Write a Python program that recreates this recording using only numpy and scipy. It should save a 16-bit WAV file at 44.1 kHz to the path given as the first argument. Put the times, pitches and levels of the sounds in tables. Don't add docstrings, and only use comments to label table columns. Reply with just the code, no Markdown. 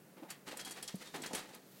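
import sys
import numpy as np
from scipy import signal
from scipy.fft import rfft, irfft
from scipy.io import wavfile

SR = 44100
rng = np.random.default_rng(int(sys.argv[2]) if len(sys.argv) > 2 else 0)


def output_pcm(signal):
    pcm = np.clip(np.atleast_2d(signal).T, -1, 1) * 32767
    wavfile.write(sys.argv[1], SR, np.round(pcm).astype(np.int16))


N = 79380
TIME = np.arange(N) / SR


def from_db(db):
    return 10 ** (np.asarray(db) / 20)


def rms_one(x):
    return x / np.sqrt(np.mean(x ** 2) + 1e-20)


def coloured(x, spectrum):
    hz, db = np.transpose(spectrum)
    bin_hz = np.maximum(np.arange(N // 2 + 1) * SR / N, 1)
    gain = from_db(np.interp(np.log(bin_hz), np.log(hz), db))
    return rms_one(irfft(rfft(x) * gain, N))


def swell(start_s, rise_s, fade_s):
    age = TIME - start_s
    rise = np.sin(np.pi / 2 * np.clip(age / rise_s, 0, 1)) ** 2
    return rise * np.exp(-np.log(1000) * np.maximum(age - rise_s, 0) / fade_s)


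def resonate(x, pitch_hz, width_hz):
    return signal.lfilter(*signal.iirpeak(pitch_hz, pitch_hz / width_hz, fs=SR), x)


def friction(snaps_per_s=1900, spread_db=2):
    sizes = from_db(spread_db * np.minimum(rng.exponential(1, N), 4)) * rng.choice([-1, 1], N)
    snaps = rms_one(sizes * (rng.random(N) < snaps_per_s / SR))
    return rms_one(snaps + 0.46 * rng.standard_normal(N))


# start_s, rise_s, shoe_db, carpet_db, cloth_db
STROKES = [(0.155, 0.026, -59.5, -62, -82), (0.221, 0.013, -50.5, -61, -78),
           (0.278, 0.032, -64, -52.5, -56), (0.456, 0.028, -51.5, -51, -51),
           (0.503, 0.016, -53.5, -51, -52), (.556, 0.019, -56.5, -56, -64),
           (0.581, 0.016, -55, -49.5, -51.5), (0.645, 0.03, -54, -53, -53), (0.699, 0.013, -57.5, -53, -57),
           (0.745, 0.031, -55, -51.5, -55), (0.822, 0.0068, -56, -60, -49), (0.873, 0.023, -86, -53.5, -52),
           (0.997, 0.024, -59.5, -53.5, -53), (1.039, 0.032, -63, -60.5, -58.5),
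           (1.134, 0.015, -45, -45.5, -51), (1.180, 0.055, -53.5, -59.5, -76),
           (1.229, 0.011, -55, -44, -52), (1.255, 0.0066, -52.5, -66, -61), (1.298, 0.017, -46.5, -66, -65),
           (1.33, 0.0054, -45.5, -51.5, -45), (1.34, 0.011, -51, -42, -44), (1.365, 0.021, -54, -47.5, -46),
           (1.429, 0.027, -60.5, -59, -80), (1.484, 0.011, -57.5, -60.5, -62),
           (1.516, 0.035, -61, -61, -59)]
# pitch_hz, level_db
SHOE_TONE = [(80, -51), (160, -5.5), (290, -1), (480, -4.5), (600, -8), (850, -4.5), (1500, -23.5),
             (3000, -38.5)]
CARPET_TONE = [(100, -29), (350, -8), (800, -0.5), (1200, 0), (1900, 3.5), (2700, -1), (4000, -3.5),
               (6000, -16), (12000, -18)]
CLOTH_TONE = [(1500, -5), (3000, -1), (4400, 3), (5200, -1), (6200, -1), (8300, -3.5), (11000, -9.5),
              (13000, -12), (16000, -30)]
# pitch_hz, boost_db
SHOE_AND_FLOOR_RINGS = [(500, 6), (1240, 5.5), (1850, 4), (2650, 3)]

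def scuffs():
    rubbing = 0
    for part, (tone, fade_s) in enumerate([(SHOE_TONE, 0.2), (CARPET_TONE, 0.19), (CLOTH_TONE, 0.13)]):
        power = sum((from_db(levels_db[part]) * swell(start_s, rise_s, fade_s)) ** 2
                    for start_s, rise_s, *levels_db in STROKES)
        rubbing += np.sqrt(power) * coloured(friction(), tone)
    return rubbing + sum((from_db(boost_db) - 1) * resonate(rubbing, pitch_hz, width_hz=32)
                         for pitch_hz, boost_db in SHOE_AND_FLOOR_RINGS)


# start_s, level_db, pitch_hz, fade_s
LANDINGS = [(0.527, -36, 534, 0.024), (.540, -38, 850, 0.046), (0.9413, -24.5, 187.8, 0.065),
            (1.147, -36.5, 388, 0.11), (1.184, -39.5, 251.5, 0.086), (1.201, -33, 331, 0.036),
            (1.221, -34, 264, 0.034), (1.333, -28, 211, 0.032)]
# pitch_multiple, offset_db
SOLE_TONES = [(1, -6), (2.05, -18), (3.7, -24.5)]

def thuds(carpet_give_s=0.0023):
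    out = np.zeros(N)
    for start_s, level_db, pitch_hz, fade_s in LANDINGS:
        for multiple, offset_db in SOLE_TONES:
            loudness = from_db(level_db + offset_db) * swell(start_s, carpet_give_s, fade_s / np.sqrt(multiple))
            out += loudness * np.sin(2 * np.pi * pitch_hz * multiple * (TIME - start_s))
    return out


# start_s, level_db, brightest_hz, fade_s
TIP_KNOCKS = [(.303, -48, 7000, .08), (.304, -47, 11500, 0.074), (.571, -42, 9800, 0.044),
              (.596, -47, 6100, 0.09), (0.652, -52, 8300, 0.043), (.664, -52, 9600, 0.035),
              (.709, -44, 8600, 0.055), (0.719, -45.5, 8400, 0.041), (0.8268, -43, 9300, 0.059),
              (0.877, -42, 5600, .05), (.955, -52, 10600, 0.054), (1.072, -53, 5500, .04),
              (1.159, -49, 8200, 0.056), (1.2188, -44, 7040, 0.041), (1.2611, -43.5, 6170, 0.069),
              (1.331, -50, 8000, 0.095), (1.349, -41, 8700, 0.1), (1.548, -48, 12700, 0.024)]

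def ticks(tone_count=44):
    chatter, jingle = np.zeros(N), np.zeros(N)
    even_hz = np.linspace(3500, 14500, tone_count)
    tone_bins = (even_hz * N / SR + rng.normal(0, 130, tone_count)).astype(int)
    for start_s, level_db, brightest_hz, fade_s in TIP_KNOCKS:
        spectrum = np.zeros(N // 2 + 1, complex)
        spectrum[tone_bins] = rng.standard_normal(tone_count) + 1j * rng.standard_normal(tone_count)
        rise_s, width_hz = 0.00058, 0.49 * brightest_hz
        noise = rms_one(resonate(rng.standard_normal(N), brightest_hz, width_hz))
        tones = rms_one(resonate(irfft(spectrum, N), brightest_hz, width_hz))
        chatter += from_db(level_db) * swell(start_s, rise_s, fade_s) * noise
        jingle += from_db(level_db) * swell(start_s, rise_s, 1.4 * fade_s) * tones
    return from_db(-6) * chatter + from_db(-6.5) * jingle + from_db(9.5) * tip_ring(chatter)


# pitch_hz, level_db
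TIP_TONES = [(3290, 10), (4120, 2), (4570, 4), (4705, -6), (5280, -1.5), (5740, -6), (6230, -4.5),
             (7040, -0.5), (7750, -1.5), (8383, -2.5), (8670, -4), (9460, -4.5), (10200, -2), (11200, -5.5),
             (12400, -11)]

def tip_ring(shaking, sharpness=118):
    return sum(from_db(level_db) * resonate(shaking, pitch_hz, pitch_hz / sharpness)
               for pitch_hz, level_db in TIP_TONES)


def rattle(start_s=0.565, length_s=0.19, touches_per_s=150):
    swing = np.sqrt(np.sin(np.pi * np.clip((TIME - start_s) / length_s, 0, 1)) + 1e-12)
    touches = rng.standard_normal(N) * (rng.random(N) < touches_per_s / SR)
    return from_db(-64.5) * rms_one(tip_ring(touches * swing))


def ping(pitch_hz=3666):
    loudness = from_db(-55.5) * swell(start_s=1.048, rise_s=0.03, fade_s=0.35)
    return loudness * np.sin(2 * np.pi * pitch_hz * TIME)


def creak(start_s=0.22, length_s=0.036, pitch_hz=270, glide_hz_per_s=3000):
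    age = np.clip(TIME - start_s, 0, length_s)
    progress = age / length_s
    phase = 2 * np.pi * np.cumsum(pitch_hz + glide_hz_per_s * age) / SR
    overtones = from_db(-23) * 2 * progress * (np.sin(2 * phase) + 0.5 * np.sin(3 * phase))
    loudness = from_db(-43.5) * np.sin(np.pi * np.sqrt(progress)) ** 2
    return loudness * (np.sin(phase) + overtones)


# time_s, level_db
TROUSER_LEVELS = [(.44, -78), (.50, -66.5), (1.0, -61.5), (1.40, -60.5), (1.62, -71), (1.80, -65.5)]

def cloth(swish_start_s=1.62, swish_rise_s=0.1):
    fade_in = np.clip((TIME - swish_start_s) / swish_rise_s, 0, 1)
    swish = from_db(-67) * fade_in * rms_one(resonate(friction(), pitch_hz=13300, width_hz=3000))
    loudness = from_db(np.interp(TIME, *np.transpose(TROUSER_LEVELS)))
    return swish + loudness * coloured(friction(), CLOTH_TONE)


def room(x, dull_above_hz=3600):
    echoes = rng.standard_normal(N) * swell(start_s=0.00433, rise_s=0.0034, fade_s=0.3)
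    echoes = signal.sosfilt(signal.butter(1, dull_above_hz, fs=SR, output="sos"), echoes)
    return from_db(-14.5) * signal.fftconvolve(x, echoes / np.sqrt(np.sum(echoes ** 2)))[:N]


# pitch_hz, level_db
BACKGROUND_TONE = [(75, -28.5), (140, 3.5), (200, 0), (480, -2), (1000, -12.5), (1800, -13.5), (4000, -24),
                   (16000, -20.5)]

def ventilation(hum_hz=189.3):
    hum = from_db(-67) * np.sin(2 * np.pi * (hum_hz * TIME + rng.random()))
    return hum + from_db(-61.5) * coloured(rng.standard_normal(N), BACKGROUND_TONE)


def scene(shake_above_hz=4400, bass_cut_hz=140):
    rubbing = scuffs()
    shaking = signal.sosfilt(signal.butter(4, shake_above_hz, "high", fs=SR, output="sos"), rubbing)
    bright = rubbing + from_db(1) * tip_ring(shaking) + ticks() + rattle() + ping()
    low = signal.sosfilt(signal.butter(2, bass_cut_hz, "high", fs=SR, output="sos"), thuds() + creak())
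    echoes = room(bright + from_db(-9) * low)
    return (bright + low + echoes + cloth() + ventilation())[None]


def record(dry, cutoff_hz=16000):
    return signal.sosfilt(signal.ellip(10, 0.1, 70, cutoff_hz, fs=SR, output="sos"), dry)


dry = scene()
out = record(dry)
output_pcm(out)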